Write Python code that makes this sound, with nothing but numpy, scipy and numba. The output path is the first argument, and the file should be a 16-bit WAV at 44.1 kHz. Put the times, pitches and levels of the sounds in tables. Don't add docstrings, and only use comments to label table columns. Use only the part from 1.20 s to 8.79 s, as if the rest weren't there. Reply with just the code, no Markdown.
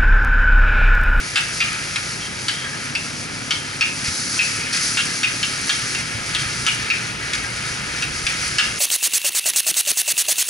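import sys
import numpy as np
from scipy import signal
from scipy.fft import rfft, irfft, next_fast_len
from scipy.io import wavfile
from scipy.ndimage import uniform_filter1d
from numba import njit

SR = 44100
rng = np.random.default_rng(int(sys.argv[2]) if len(sys.argv) > 2 else 0)


def pcm_store(signal):
    levels = np.round(np.clip(np.atleast_2d(signal), -1, 1) * 32767)
    wavfile.write(sys.argv[1], SR, levels.astype(np.int16).T)


def level_to_linear(level):
    exponent = np.asarray(level, float) / 20
    return 10 ** exponent


N = 334719
T = np.arange(N) / SR

# start in seconds, level in dB, loudest ring in Hz,
# breadth of the ring around it in dB, bounce time in seconds.
BLOWS = [(0.1568, -14, 2670, -5, 0.033), (0.403, -13.5, 2495, -21, 0.026), (.758, -22.5, 2410, -13, 0.014),
         (1.2822, -15, 3200, -14, 0.017), (1.7513, -20, 2630, -24, 0.017), (2.307, -15, 3280, -17, .02),
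         (2.609, -12.5, 2600, -20.5, 0.028), (3.1909, -15.5, 2550, -32, 0.031),
         (3.771, -19.5, 2700, -2, .038), (4.031, -18, 2490, -15, .031), (4.2279, -18, 3020, -21, 0.016),
         (4.493, -15, 3400, -8.5, 0.022), (4.748, -25, 2730, -18, .014), (5.1477, -21.5, 3330, -10, 0.02),
         (5.464, -15.5, 2835, -7, 0.029), (5.7005, -14.5, 2500, -25, 0.019),
         (6.1334, -19.5, 2180, -14, 0.0085), (6.8222, -23.5, 2580, -24, 0.021),
         (7.0663, -13.5, 2510, -19, 0.01), (7.3832, -11, 2790, -11.5, 0.028)]
# frequency in Hz, level in dB, ring time as a share of the blow's.
WOK_MODES = [(789, -2.5, 2.4), (916, -7, 1.1), (1234, -9, 1.8), (1315, 8, 0.67), (1422, 8.5, 1),
             (1637, 6, 2.5), (1700, 13, 3.6), (1950, -42, 3), (1853, -31, 0.82), (2100, -23, 0.74),
             (2188, 6, 2.1), (2500, -32, 1), (2410, -17, 0.67), (2495, -17, 2), (2750, 9, 1.5),
             (2778, 1.5, 0.5), (2860, -42, 0.38), (2835, -5.5, 0.15), (3150, 6, 3), (3280, 0.5, 2),
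             (3200, -5, 0.33), (3582, 12, 0.37), (3910, 9.5, 0.59), (4450, 15, 0.52), (4880, 4.5, 0.58),
             (4610, 28.5, 0.12), (5530, 5.5, 0.46), (5940, 13.5, 0.6), (5620, 24.5, 0.21),
             (6400, 6.5, 0.09)]
# frequency in Hz, level in dB per Hz.
FRY_COLOUR = [(530, -42), (900, -16.5), (1080, -14), (1240, 2.5), (1580, 2), (2330, 3), (2850, -2),
              (3170, -1.5), (3680, -3.5), (4690, 5), (6250, 3), (7480, -5.5), (8860, -6), (9850, -0.5),
              (11300, -6), (14700, -43), (22000, -120)]


def level(x, db):
    return x * level_to_linear(db) / np.sqrt(np.mean(x ** 2))


def curve(rows, order):
    rows = np.array(rows)
    return np.interp(T, rows[:, 0], rows[:, order])


def shape(x, response):
    n = x.shape[-1]
    size = next_fast_len(n)
    hz = np.arange(size // 2 + 1) * SR / size + 1e-3
    return irfft(rfft(x, size) * response(hz), size)[..., :n]


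def colour(rows):
    rows = np.array(rows)
    return lambda hz: level_to_linear(np.interp(np.log(hz), np.log(rows[:, 0]), rows[:, 1]))


def resonance(hz, centre_hz, width_hz):
    return 1j * hz * width_hz / (centre_hz ** 2 - hz ** 2 + 1j * hz * width_hz)


def walk(rate):
    k = int(SR / rate)
    held = np.repeat(rng.standard_normal(N // k + 1), k)
    return 1.384 * uniform_filter1d(uniform_filter1d(held, k), k)[:N]


def spread(make, share):
    return make() + share * np.array([make(), make()])


def place(out, s, sound):
    return np.pad(sound, (int(s * SR), N))[:len(out)]


def fading(t, t60):
    return np.exp(-np.log(1000) * t / t60)


@njit
def follow(x, attack, release):
    y, e = np.empty(len(x)), 0.
    for i in range(len(x)):
        e += (x[i] - e) * (attack if x[i] > e else release)
        y[i] = e
    return y


def wok_ring(t, spot_hz, low_db, high_db, bounce, bouncing):
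    thicket = np.exp(np.linspace(np.log(1200), np.log(7500), 120) + 0.01 * rng.standard_normal(120))
    weak = np.array([thicket, np.full(120, 0.83), 1.23 * (2500 / thicket) ** 1.6])
    hz, mode_db, share = np.hstack([np.transpose(WOK_MODES), weak])
    luck, drift = rng.standard_normal((2, len(hz)))
    hz = hz * (1 + 0.02 * drift * np.clip(hz / 1500 - 1.2, 0, 3))

    mid_db = (low_db + high_db) / 2 + 6.0
    skirt_db = np.interp(hz, [2080, 2200, 3600, 4100], [low_db + 4.5, mid_db, mid_db, high_db + 0.5])
    spot_width_hz = 230 * level_to_linear(0.19 * (low_db + 15.5))
    offset_hz = hz - spot_hz
    spot = np.exp(-(offset_hz / spot_width_hz) ** 2) + 0.083 * np.exp(-(offset_hz / 800) ** 2)
    strong_treble = (hz > 4000) * (mode_db > 10)
    gain = (level_to_linear(skirt_db) + spot) * level_to_linear(mode_db + 3 * luck - 3.2 * strong_treble)

    t60 = (0.13 + 13.2 * bounce) * share * (1 + 0.5 * spot) * np.minimum(4000 / hz, 1)
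    decay = fading(t, t60[:, None])
    ring = gain @ (decay * np.sin(2 * np.pi * hz[:, None] * t + 2 * drift[:, None]))
    ring /= decay.mean(axis=0) ** (0.5 * bouncing)
    return ring / np.sqrt(np.sum(gain ** 2))


def knocks():
    t, out = T[:SR // 3], np.zeros(N)
    for s, db, spot_hz, low_db, bounce in BLOWS:
        dull_db = 125 * bounce
        high_db = 2.36 + 0.61 * low_db - dull_db
        bouncing = 1 / (1 + np.exp(np.minimum((t - bounce) / 0.0042, 50)))
        ring = wok_ring(t, spot_hz, low_db, high_db, bounce, bouncing)
        rattle = 1 + 2 * bouncing * uniform_filter1d(rng.standard_normal(len(t)), size=60)
        rattle += (1.7 - rattle) * np.exp(-t / 0.002)

        grit = shape(rng.standard_normal(len(t)) ** 3 / 2, lambda hz: resonance(hz, 3600, 3600))
        rasp = grit * (np.exp(-t / 0.0027) + 0.5 * bouncing)
        blow = (1 + 8.4 * bouncing) * rattle * ring + level_to_linear(high_db + 20) * rasp

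        crack = shape(rng.standard_normal(len(t)), lambda hz: resonance(hz, 8000, 9000))
        crack *= np.exp(-t / 0.0028) * level_to_linear(0.4 * high_db + 17 - dull_db + 4)
        seating = 1 - np.exp(-t / 0.0006)
        out += place(out, s, (blow + crack) * seating * level_to_linear(db - 10))
    return out


def scrapes():
    # start in seconds, length in seconds, ring level in dB, ring pitch in Hz, steam
    # level in dB.
    drags = [(.853, 0.11, -38, 1700, -34.5), (.999, 0.072, -35, 3150, -34), (1.332, 0.13, -37, 3280, -45),
             (1.425, .071, -33, 1700, -38.5), (1.525, 0.04, -34.5, 1700, -61),
             (2.84, .049, -33.5, 2330, -24.5), (3.39, 0.1, -33.5, 2320, -59),
             (3.523, .054, -29.5, 2200, -20), (3.784, 0.028, -18, 3130, -25), (4.038, .01, -9, 2550, -16),
             (4.777, 0.033, -30, 2200, -29), (5.179, 0.047, -32, 3250, -27.5),
             (5.209, 0.012, -32, 4400, -33), (5.472, .022, -14, 2660, -24),
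             (6.143, 0.0087, -30, 4600, -22.5), (6.003, 0.11, -35, 1934, -54),
             (6.222, .046, -31.5, 1700, -49)]
    slides = [(s + bounce, 0.06, db - 22, hz, db - 19.5) for s, db, hz, _, bounce in BLOWS]
    t, out = T[:SR // 3], np.zeros(N)
    for s, length, ring_db, spot_hz, steam_db in drags + slides:
        touch = np.clip(t / 0.0081, 0, 1) * np.exp(-np.maximum(t - length, 0) / 0.0089)
        ticks = rng.standard_normal((2, len(t))) ** 3 / 4

        def iron(hz):
            return sum(resonance(hz, f, 43) * np.exp(-np.abs(f - spot_hz) / 260) for f, _, _ in WOK_MODES)

        def steam(hz):
            return colour(FRY_COLOUR)(hz) * resonance(hz, 5000, 12000)

        ring = level(shape(ticks[0], iron), ring_db)
        puff = level(shape(np.tanh(ticks[1]), steam), steam_db)
        out += place(out, s, touch * (ring + puff))
    return out


def yard(x, t60, wet_db):
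    t = T[:SR // 2]
    tail = rng.standard_normal((2, len(t))) * fading(t, t60) * (t > 0.002)
    tail /= np.sqrt(np.sum(tail ** 2, axis=1, keepdims=True))
    return x + level_to_linear(wet_db) * signal.fftconvolve(x[None], tail, axes=1)[:, :N]


def fizz():
    pops = (rng.random(N) < 4000 / SR) * rng.uniform(-1, 1, size=N)
    return shape(level(pops, 0.4) + rng.standard_normal(N), colour(FRY_COLOUR))


def frying():
    # time in seconds, level in dB.
    heat = [(0, -31.5), (.51, -30), (.97, -33.5), (2.0, -34.5), (2.65, -34), (2.88, -28.5), (3.2, -24),
            (3.45, -31.5), (3.65, -26), (4.02, -29.5), (4.63, -28.5), (4.85, -31.5), (5.4, -31.5),
            (5.96, -34.5), (6.76, -31.5), (7.27, -28.5), (7.59, -32.5)]
    heat_db = curve(heat, order=1)
    oil = spread(fizz, share=0.56)
    treble = shape(oil, lambda hz: 1 / (1 + (3900 / hz) ** 10))
    body = oil - treble
    iron = shape(body, lambda hz: sum(resonance(hz, f, 30) * level_to_linear(db) for f, db, _ in WOK_MODES[2:23]))
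    body = level(body, 0) + level(iron, -17.5)

    drops = (rng.random(N) < 60 / SR) * level_to_linear(3.7 * np.minimum(rng.exponential(size=N), 4.5))
    spit = shape(drops, lambda hz: resonance(hz, 10500, 7000) * resonance(hz, 7800, 9000))
    top = level(treble, 0) + level(spit, -14)

    simmer_db = -30 + 0.29 * (heat_db - heat_db.mean()) + 3 * van_near()
    top_gain = level_to_linear(heat_db + 1.27 * walk(18) + 1)
    body_gain = level_to_linear(simmer_db + 0.82 * walk(14) + 0.37 * walk(3.34) - 2.5)
    return top * top_gain + level(body, 0) * body_gain


def van_near():
    return np.exp(-((T - 6.0) / 1.87) ** 2)


def engine(rate_hz, gain, pipe, lump_db):
    turns = np.cumsum(rate_hz * (1 + 0.004 * walk(9))) / SR
    count = turns.astype(int)
    firing_db = rng.standard_normal(400)[count] + lump_db * (count % 2)
    pulses = np.diff(count, prepend=0) * level_to_linear(firing_db)
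    gas = shape(pulses, lambda hz: sum(np.abs(resonance(hz, f, w)) ** 2 * level_to_linear(db) for f, w, db in pipe))
    return level(gas, 0) * gain * level_to_linear(0.89 * walk(3.95))


def engines():
    # time in seconds, firing rate in Hz, level in dB.
    passing = [
        (1.1, 29.63, -47),
        (1.7, 34.12, -39.5),
        (2.5, 36.22, -39),
        (4.2, 35.9, -37),
        (4.95, 28.46, -42),
        (5.69, 29.79, -48),
        (6.8, 29.34, -43.5),
        (7.1, 28.6, -66),
        (7.59, 28.4, -48),
    ]
    # frequency in Hz, width in Hz, level in dB.
    exhaust = [(66.5, 11, -24), (122, 23, 6.5), (250, 81, -2)]
    # start in seconds, end in seconds, level in
    # dB.
    idlers = [
        (-.2, 1.2, -41),
        (4.947, 7.7, -41.5),
    ]
    # frequency in Hz, width in Hz, level in dB.
    idler_pipe = [(60, 25, 0.5), (118, 56, 5), (146, 18, 2)]
    fade_s, idle_hz = 0.33, 29.05
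    present = np.zeros(N)
    for start, end, db in idlers:
        present += level_to_linear(db) * np.clip(np.minimum(T - start, end - T) / fade_s + 0.5, 0, 1)
    van_gain = level_to_linear(curve(passing, order=2)) * (T > passing[0][0])
    van = engine(curve(passing, order=1), van_gain, exhaust, lump_db=-2.0)
    return van + engine(idle_hz, present, idler_pipe, lump_db=-3.5)


def street():
    # frequency in Hz, level in dB per Hz.
    road = [(15, -44), (25, -11), (49, -11.5), (128, 0), (700, -14), (996, -13.5), (1080, -16),
            (1150, -21.5), (1500, -43), (2530, -120)]
    # start in seconds, peak in dB, pitch in Hz, ring time in seconds.
    bumps = [
        (2.881, -27, 86, 0.12),
        (4.949, -30, 108, 0.14),
        (5.259, -31, 94.2, 0.12),
        (7.039, -28, 46, 0.079),
    ]
    rumble = spread(lambda: shape(rng.standard_normal(N), colour(road)), share=0.23)
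    rumble = level(rumble, -36.5) * level_to_linear(0.156 * T)
    shake = shape(rng.standard_normal(N), lambda hz: resonance(hz, 59, 38) ** 2)
    shake = level(shake, -45.5) * np.maximum.accumulate(van_near())
    out, t = np.zeros(N), T[:SR // 2]
    for s, db, hz, t60 in bumps:
        thump = np.sin(2 * np.pi * hz * t) * fading(t, t60) * (1 - np.exp(-t / 0.0015))
        out += place(out, s, 2 * level_to_linear(db) * thump)
    return rumble + shake + out


def scene():
    wok = yard(knocks() + scrapes(), t60=0.28, wet_db=-8.5)
    return wok + frying() + engines() + street()


def low_pass(x):
    return signal.sosfilt(signal.butter(12, 12340, fs=SR, output="sos"), x)


def record(dry):
    # frequency in Hz, lead of the left port in radians.
    port_lead = [(0, 0.11), (340, 1.15), (780, 1.64), (1810, 1.11), (2240, 1.6), (3270, 0.52), (3700, 1.24),
                 (4310, 0), (7410, 0.61), (8270, 0.98), (8870, 0), (9220, 0.057), (10900, 0.18),
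                 (11900, 0.0)]
    # frequency in Hz, left minus right in dB.
    port_tilt = [(60, -1), (110, -0.5), (190, -0.5), (350, -0.5), (630, 0.0), (1130, 0), (2020, 1.5),
                 (3630, 2), (6530, 0.5), (11700, 1)]
    lead_hz, lead_rad = np.transpose(port_lead)
    tilt = colour([(hz, db / 2) for hz, db in port_tilt])
    side = np.array([[1], [-1]])

    def ports(hz):
        half_lead = np.interp(hz, lead_hz, lead_rad) / 2
        return (tilt(hz) * np.exp(1j * half_lead)) ** side / np.maximum(np.cos(half_lead), 0.5)

    x = shape(dry, ports)
    ahead = np.roll(np.abs(x).max(axis=0), -130)
    peak = follow(ahead, 0.08, 0.002)
    x = x * np.minimum(1, (0.24 / (peak + 1e-9)) ** 0.62)
    x = 0.75 * np.tanh(x / 0.75)
    x = signal.sosfilt(signal.ellip(14, 0.5, 90, 11080, fs=SR, output="sos"), x)
    return low_pass(x)


dry = scene()
out = record(dry)
pcm_store(out)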